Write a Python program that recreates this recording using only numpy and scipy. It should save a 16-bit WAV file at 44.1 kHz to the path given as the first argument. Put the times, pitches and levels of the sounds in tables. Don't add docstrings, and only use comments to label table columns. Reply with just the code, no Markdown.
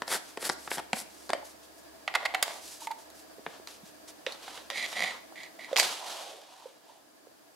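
import sys
import numpy as np
from scipy import signal
from scipy.fft import rfft, irfft, next_fast_len
from scipy.io import wavfile
from scipy.ndimage import uniform_filter1d

SR = 44100
rng = np.random.default_rng(int(sys.argv[2]) if len(sys.argv) > 2 else 0)


def store_wav(level_fs):
    pcm = np.round(np.clip(np.atleast_2d(level_fs), -1, 1) * 32767)
    wavfile.write(sys.argv[1], SR, pcm.T.astype(np.int16))


N = 332955

# (frequency [Hz], relative density [dB])
SHOP_SPECTRUM = [(25, -50), (60, -29), (170, -20.5), (280, -12.5), (480, -12), (900, -14.5), (2100, -23),
                 (4500, -23), (8000, -25), (15800, -26)]
# (centre [Hz], width [Hz], level re the bed [dB])
MACHINE_RINGS = [(309, 27, -8.5), (653, 58, -6.5), (1685, 110, -13.5), (4740, 190, -16)]
# (time [s], level [dB])
SHOP_FADER = [(0, -54), (5.75, -54), (5.85, -62.5), (7.55, -58.5)]
HUM_FADER = [(0.0, -70), (0.19, -87), (0.28, -74), (0.61, -67.5), (0.78, -73.5), (2.39, -75), (2.53, -91),
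             (2.65, -70), (2.84, -79), (2.9, -96), (3.07, -74), (3.29, -78), (5.27, -79.5), (5.6, -101)]

# (centre [Hz], nominal width [Hz], gain [dB])
BOTTLE_MODES = [(233, 148, -5.5), (520, 400, -2), (830, 427, 0.5), (1654, 720, 5), (2320, 1440, -2),
                (3190, 1110, 0.5), (5120, 2140, -4.5), (7670, 1030, -4.5), (9960, 2700, -3.5)]
CAP_MODES = [(736, 270, 0), (1206, 150, -0.5), (1430, 170, -1.5), (2070, 400, 4), (2630, 170, -2),
             (3280, 1290, -5), (4880, 1160, -3), (6560, 230, 0), (9100, 7900, -7)]
JUG_MODES = [(588, 210, 0.5), (770, 120, 4), (1110, 400, -3), (1946, 187, 2), (2247, 290, -1.5),
             (3160, 570, -0.5), (3470, 390, 5), (3800, 340, 2), (4066, 310, 3.5), (4810, 400, -1),
             (5850, 280, -4), (6900, 440, -4.5), (8300, 840, -10), (10100, 3200, -15)]
GLOVE_MODES = [(550, 520, -1), (1040, 510, 8), (1840, 6200, -8), (3510, 1420, 5.5), (4970, 3540, 3),
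               (8000, 8900, 0), (13100, 2500, -3.5)]
BENCH_MODE = (210, 72, -3)

# (time [s], level [dB], crack re level [dB])
NECK_HITS = [(0.019, -22.5, -5.5), (0.078, -33, 8), (0.372, -29.5, -1), (0.4254, -32, -16),
             (0.4913, -29, 12.5), (0.4964, -17.5, 2.5), (0.675, -30.5, -15), (0.7139, -21, -24),
             (0.7808, -25.5, -2), (0.7958, -38, -7), (0.9302, -14.5, -3), (0.967, -32.5, -3),
             (1.2922, -34, 8), (1.3017, -22.5, -3), (1.332, -16.5, -4), (3.463, -23.5, -37)]
JUG_HITS = [(3.6718, -33, 5.5), (4.2637, -21, -8.5), (4.321, -41.5, 14), (4.4787, -34, -17),
            (4.5435, -51, 11), (4.575, -31.5, -8), (4.7004, -19.5, -2.5), (4.709, -28.5, -15),
            (4.8608, -29, -2), (4.927, -26, -4), (5.4324, -42, 9), (5.729, -29, -4), (5.759, -16.5, -8),
            (5.7642, -12, -2), (5.773, -23, 6.5), (5.7828, -25, -19), (5.7938, -15.5, 1.5),
            (5.7973, -10.5, 4)]
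# (time [s], level [dB], crack re level [dB], contact [ms])
CAP_HITS = [(2.0768, -17, -50, 1.22), (2.139, -24, -20, 1.6), (2.142, -12.5, -17, 12),
            (2.2455, -16.5, -19, 11.9), (2.3405, -17, -11.5, 7.5), (2.4255, -14.5, 4.5, 1.51),
            (2.4573, -34, -12, 3.3), (2.8699, -29, -3, 1.53), (2.9038, -35.5, -2.5, 11),
            (3.101, -50, 11.5, 1.3)]
# (time [s], level [dB], pitch [Hz], ring [ms])
HOLLOW_BUMPS = [(.931, -31.5, 226, 24), (1.2975, -23.5, 660, 4.4), (1.332, -15, 632, 8.9),
                (1.334, -49, 3140, 190), (1.348, -29, 573, 23), (1.412, -45, 700, 20),
                (1.426, -40.5, 850, 39), (2.346, -20.5, 740, 20), (3.382, -41, 473, 11),
                (3.392, -42, 283, 6.2), (3.47, -50, 178, 29), (3.598, -38.5, 372, 3.1),
                (3.832, -46, 198, 30), (4.267, -26, 520, 15), (3.465, -39, 2320, 20), (4.479, -33, 790, 11),
                (4.716, -39.5, 563, 82), (5.323, -41, 760, 7.5), (5.588, -42, 640, 27),
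                (5.714, -31.5, 540, 55), (5.728, -20, 548, 28), (5.785, -19, 880, 5.9),
                (5.823, -25, 726, 14), (6.622, -47, 950, 51), (6.656, -35.5, 513, 28),
                (6.893, -48, 930, 50), (7.269, -44, 468, 8.8)]
# (time [s], level [dB])
CAP_NUDGES = [(2.817, -39), (2.871, -28.5), (2.905, -27.5), (2.915, -32.5)]

# (time [s], length [ms], level [dB], brightness [dB])
GLOVE_STROKES = [(.21, 168, -57.5, 1.5), (.505, 44.8, -54, 7), (.56, 201, -58.5, 5), (1.06, 345, -63, 4.5),
                 (1.33, 132, -75, -7), (1.43, 118, -59.5, 6), (1.62, 60, -62.5, 2), (1.77, 55.3, -71, 11.5),
                 (2.42, 240, -49, 0), (2.58, 272, -52.5, 4), (2.79, 102, -50.5, 2.5),
                 (2.975, 75.4, -59, 3.5), (3.13, 138, -63, 4.5), (3.455, 176, -58, -6), (3.66, 144, -55, 0),
                 (3.84, 85, -59, 2), (4.07, 59, -54, 3), (4.255, 154, -51.5, -6.5), (4.35, 390, -50, -4),
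                 (4.86, 132, -46, -1.5), (5.07, 153, -49, -8), (5.67, 118, -54, -8.5),
                 (5.775, 52.7, -30.5, 3)]
TWIST_STROKES = [(.062, 136, -35.5, 0.5), (.385, 113.5, -37, 2.5), (.7, 82.6, -45, 5),
                 (.77, 40.5, -41.5, -6), (.93, 122, -50.5, 7)]
TWIST_ATTACKS = [0.42, 0.67, 0.1, 0.11, 0.26]
# (time [s], length [ms], level [dB])
ROLL_STROKES = [(2.08, 605, -51)]
# (time [s], length [ms], level [dB], body [dB], hiss [dB])
DRAG_STROKES = [(4.705, 161, -35.5, -5, -1.5), (4.94, 217, -35, 0, -2), (5.352, 155, -46.5, -4.5, -5.5),
                (5.585, 140, -46.5, -3, -4.5)]
DRAG_ATTACKS, DRAG_RELEASES = [0.36, 0.14, 0.041, 0.052], [.05, .35, .4, .6]
# (time [s], glove level [dB], wall level [dB])
LIFT_FADERS = [(5.815, -82, -70), (5.83, -28, -36), (5.842, -32, -62), (5.968, -43, -62),
               (6.02, -47.5, -45), (6.104, -40.5, -46), (6.322, -50.5, -49.5), (6.43, -58.5, -57.5),
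               (6.676, -60.5, -58.5), (6.732, -65.5, -87), (6.808, -73, -74), (6.91, -61.5, -58),
               (7.05, -80, -75)]
# (time [s], pitch [Hz])
WALL_PITCH = [(6.048, 820), (6.22, 729.5), (6.37, 561.7), (6.55, 900), (6.9, 804)]

HUM_HZ, THROB_HZ, THROB_DB = 68, 12.46, 2.5
ROOM_T60_S, ROOM_DB = 0.54, -9.5
BODY_HZ, CRACK_HZ, DRAG_HISS_HZ = 1150, 4050, 2600
SNAP_MS, SPOT_DB = .03, 1.5
USUAL_BLOW_DB, BODY_LAG = -30.5, 0.26
NECK_CONTACT_MS, JUG_CONTACT_MS = 1.213, 1.093
NECK_DULL_HZ, GRIP_DAMPING, WALL_WIDTH_HZ = 7300, 1.75, 375
CAP_NOTE_HZ, CAP_RING_MS = 900, 50
MIC_HZ, TOP_HZ = 14200, 15750


def undb(db):
    return 10 ** (np.asarray(db) / 20)


def unit(x):
    return x / np.sqrt(np.mean(x ** 2))


def pan(x, left_db):
    return undb([[left_db / 2], [-left_db / 2]]) * x


def lowpass(x, hz, order=2):
    return signal.sosfilt(signal.butter(order, hz, fs=SR, output="sos"), x)


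def ring(x, hz, width):
    return signal.lfilter(*signal.iirpeak(hz, hz / width, SR), x)


def wander(rate_hz):
    hold = int(SR / rate_hz)
    return 1.07 * uniform_filter1d(np.repeat(rng.standard_normal(N // hold + 1), hold), hold)[:N]


def workshop():
    t = np.arange(N) / SR
    hz = np.maximum(np.fft.rfftfreq(N, 1 / SR), 1)
    points_hz, points_db = np.transpose(SHOP_SPECTRUM)
    colour = undb(np.interp(np.log(hz), np.log(points_hz), points_db))
    bass_pan = pan(1, -16.5 / (1 + (hz / 150) ** 2))[:, 0]
    bed = unit(irfft(rfft(rng.standard_normal((2, N))) * colour * bass_pan, N))
    throb = undb(THROB_DB * np.cos(2 * np.pi * THROB_HZ * (t - 1.79)) + 2.0 * wander(9.8))
    rings = sum(undb(db) * unit(ring(rng.standard_normal((2, N)), f, w)) for f, w, db in MACHINE_RINGS)
    machines = (bed + throb * rings) * undb(np.interp(t, *np.transpose(SHOP_FADER)))
    hum = np.sqrt(2) * np.sin(2 * np.pi * np.cumsum(HUM_HZ + 0.82 * wander(6)) / SR)
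    hum *= undb(np.interp(t, *np.transpose(HUM_FADER)) + 2.5 * wander(7))
    return machines + hum * undb([[-12], [4]])


def room(x):
    t = np.arange(16384) / SR
    tail = rng.standard_normal((2, len(t))) * 1000 ** (-t / ROOM_T60_S) * (t > .003)
    tail /= np.sqrt(np.sum(tail ** 2, axis=1, keepdims=True))
    wet = signal.fftconvolve(x.mean(axis=0, keepdims=True), tail, axes=1)[:, :N]
    return undb(ROOM_DB) * signal.lfilter([.6], [1, -.4], wet)


def resonate(x, modes, top_hz):
    size = next_fast_len(len(x) + 4096)
    hz = np.maximum(np.fft.rfftfreq(size, 1 / SR), 1)
    response = np.zeros((3, len(hz)), complex)
    for k, (centre, width, db) in enumerate(modes):
        detune = centre / (1.5 * width) * (hz / centre - centre / hz)
        stem = np.searchsorted([BODY_HZ, top_hz], centre)
        response[stem] += (-1) ** k * undb(db) / (1 + 1j * detune) ** 2
    return irfft(response * rfft(x, size), size)[:, :len(x)]


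def blows(hits, modes, body_db, sharpness, snap_db, chatter_db, chatter_ms, spread):
    out, ms = np.zeros((2, N + 4096)), np.arange(4096) / SR * 1000
    for start, level_db, crack_db, contact_ms in hits:
        progress = ms / np.clip(contact_ms, .3, 15)
        contact = (progress * np.exp(1 - progress)) ** sharpness
        chatter = undb(chatter_db) * np.exp(-np.abs(ms - contact_ms) / chatter_ms)
        force = contact + chatter * np.minimum(progress, 1)
        snap = undb(snap_db) * np.exp(-((ms - contact_ms) / SNAP_MS) ** 2)
        struck = [(hz, width, db + SPOT_DB * rng.standard_normal()) for hz, width, db in modes]
        stems, side_stems = (resonate(force * noise - snap, struck, CRACK_HZ)
                             for noise in rng.standard_normal((2, len(ms))))
        peaks = np.abs(stems).max(axis=1)
        weight_db = body_db - BODY_LAG * (level_db - USUAL_BLOW_DB)
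        mid = undb([weight_db, 0, crack_db]) / peaks @ stems
        side = spread * undb(crack_db) * side_stems[2] / peaks[2]
        i = int(start * SR)
        out[:, i:i + len(ms)] += undb(level_db) * np.array([mid + side, mid - side])
    return out[:, :N]


def strokes(table, attack, release):
    t = np.arange(N) / SR
    attacks, releases = np.broadcast_to(attack, len(table)), np.broadcast_to(release, len(table))
    for (start, length_ms, level_db, *tone_db), up, down in zip(table, attacks, releases):
        pressure = np.interp((t - start) * 1000 / length_ms, [0, up, max(1 - down, up), 1], [0, 1, 1, 0])
        body_db, hiss_db = tone_db if len(tone_db) == 2 else (-sum(tone_db), sum(tone_db))
        yield undb(level_db) ** 2 * pressure ** 3, body_db, hiss_db


def rub(touches, modes, body_db, hiss_db, grain_db, slip_hz, slip_db, spread, top_hz=CRACK_HZ):
    power = np.zeros((3, N))
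    for middle, low_db, high_db in touches:
        power += [middle * undb(body_db + low_db) ** 2, middle, middle * undb(hiss_db + high_db) ** 2]
    spurts = undb(slip_db * wander(slip_hz))
    grains = (rng.standard_normal(N) * undb(grain_db * rng.exponential(size=N)) for _ in range(2))
    stems, side_stems = (resonate(spurts * grain, modes, top_hz) for grain in grains)
    gains = np.sqrt(power / np.mean(stems ** 2, axis=1, keepdims=True))
    mid = (gains * stems).sum(axis=0)
    side = spread * (gains * side_stems).sum(axis=0)
    return np.array([mid + side, mid - side])


def lift_gain(column):
    t, curve = np.arange(N) / SR, np.transpose(LIFT_FADERS)
    return (t > curve[0, 0]) * (t < curve[0, -1]) * undb(np.interp(t, curve[0], curve[column]))


def glove_rustle():
    slide = (lift_gain(column=1) ** 2, 1.5, -3.5)
    return rub([*strokes(GLOVE_STROKES, attack=0.2, release=0.42), slide], GLOVE_MODES,
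               body_db=-5.0, hiss_db=0.5, grain_db=2.0, slip_hz=110, slip_db=1.77, spread=0.35)


def hollow_notes(bumps, swell_ms, rough):
    out, ms = np.zeros(N + 8192), np.arange(8192) / SR * 1000
    swell = ms / swell_ms * np.exp(-ms / swell_ms)
    for start, level_db, hz, ring_ms in bumps:
        push = swell * (np.sin(2 * np.pi * hz * ms / 1000) + rough * rng.standard_normal(len(ms)))
        width_hz = 1000 * np.log(1000) / np.pi / ring_ms
        note = ring(ring(push, hz, width_hz), hz, hz / 2)
        i = int(start * SR)
        out[i:i + len(ms)] += undb(level_db) * note / np.abs(note).max()
    return out[:N]


def jug_wall():
    phase = 2 * np.pi * np.cumsum(np.interp(np.arange(N) / SR, *np.transpose(WALL_PITCH))) / SR
    slow = lowpass(rng.standard_normal((4, N)), WALL_WIDTH_HZ / 2, order=4)
    mid, side = (slow[:2] * np.cos(phase) + slow[2:] * np.sin(phase)) * undb(1.5 * wander(40))
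    return lift_gain(column=2) * unit(np.array([mid + .3 * side, mid - .3 * side]))


def jug_on_bench():
    damped = [(hz, GRIP_DAMPING * width, db) for hz, width, db in JUG_MODES]
    knocks = blows([(*hit, JUG_CONTACT_MS) for hit in JUG_HITS], damped,
                   body_db=-6.5, sharpness=3.5, snap_db=11, chatter_db=-8.5, chatter_ms=19, spread=0.49)
    scrape = rub(strokes(DRAG_STROKES, DRAG_ATTACKS, DRAG_RELEASES), [BENCH_MODE, *JUG_MODES],
                 body_db=-7, hiss_db=-1, grain_db=3.5, slip_hz=150, slip_db=1.5, spread=0.17,
                 top_hz=DRAG_HISS_HZ)
    return knocks + scrape


def dropped_cap():
    bounces = blows(CAP_HITS, CAP_MODES, body_db=-6.5, sharpness=11.3, snap_db=8.5,
                    chatter_db=-3.5, chatter_ms=6.3, spread=0.33)
    roll = rub(strokes(ROLL_STROKES, attack=0.027, release=0.3), CAP_MODES,
               body_db=5.5, hiss_db=-18, grain_db=3.0, slip_hz=89, slip_db=3.5, spread=0.13)
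    return bounces + roll


def bottle_neck():
    knocks = blows([(*hit, NECK_CONTACT_MS) for hit in NECK_HITS], BOTTLE_MODES,
                   body_db=1, sharpness=1.85, snap_db=4.5, chatter_db=-8, chatter_ms=8.5, spread=0.41)
    rasp = rub(strokes(TWIST_STROKES, TWIST_ATTACKS, release=0.32), BOTTLE_MODES,
               body_db=-1.0, hiss_db=2.0, grain_db=2.0, slip_hz=90, slip_db=2.25, spread=0.22)
    return lowpass(knocks, NECK_DULL_HZ) + rasp


def scene():
    near = pan(bottle_neck(), 1.0) + pan(jug_on_bench(), -4.0) + pan(dropped_cap(), -3.0)
    near += pan(glove_rustle(), -1.0) + pan(jug_wall(), -4.0)
    nudges = [(*nudge, CAP_NOTE_HZ, CAP_RING_MS) for nudge in CAP_NUDGES]
    notes = hollow_notes(HOLLOW_BUMPS, swell_ms=0.79, rough=6.1)
    notes += hollow_notes(nudges, swell_ms=0.73, rough=3.0)
    near += pan(notes, -4.5)
    return near + room(near) + workshop()


def record(dry):
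    return signal.sosfilt(signal.ellip(10, .2, 70, TOP_HZ, fs=SR, output="sos"), lowpass(dry, MIC_HZ))


dry = scene()
out = record(dry)
store_wav(out)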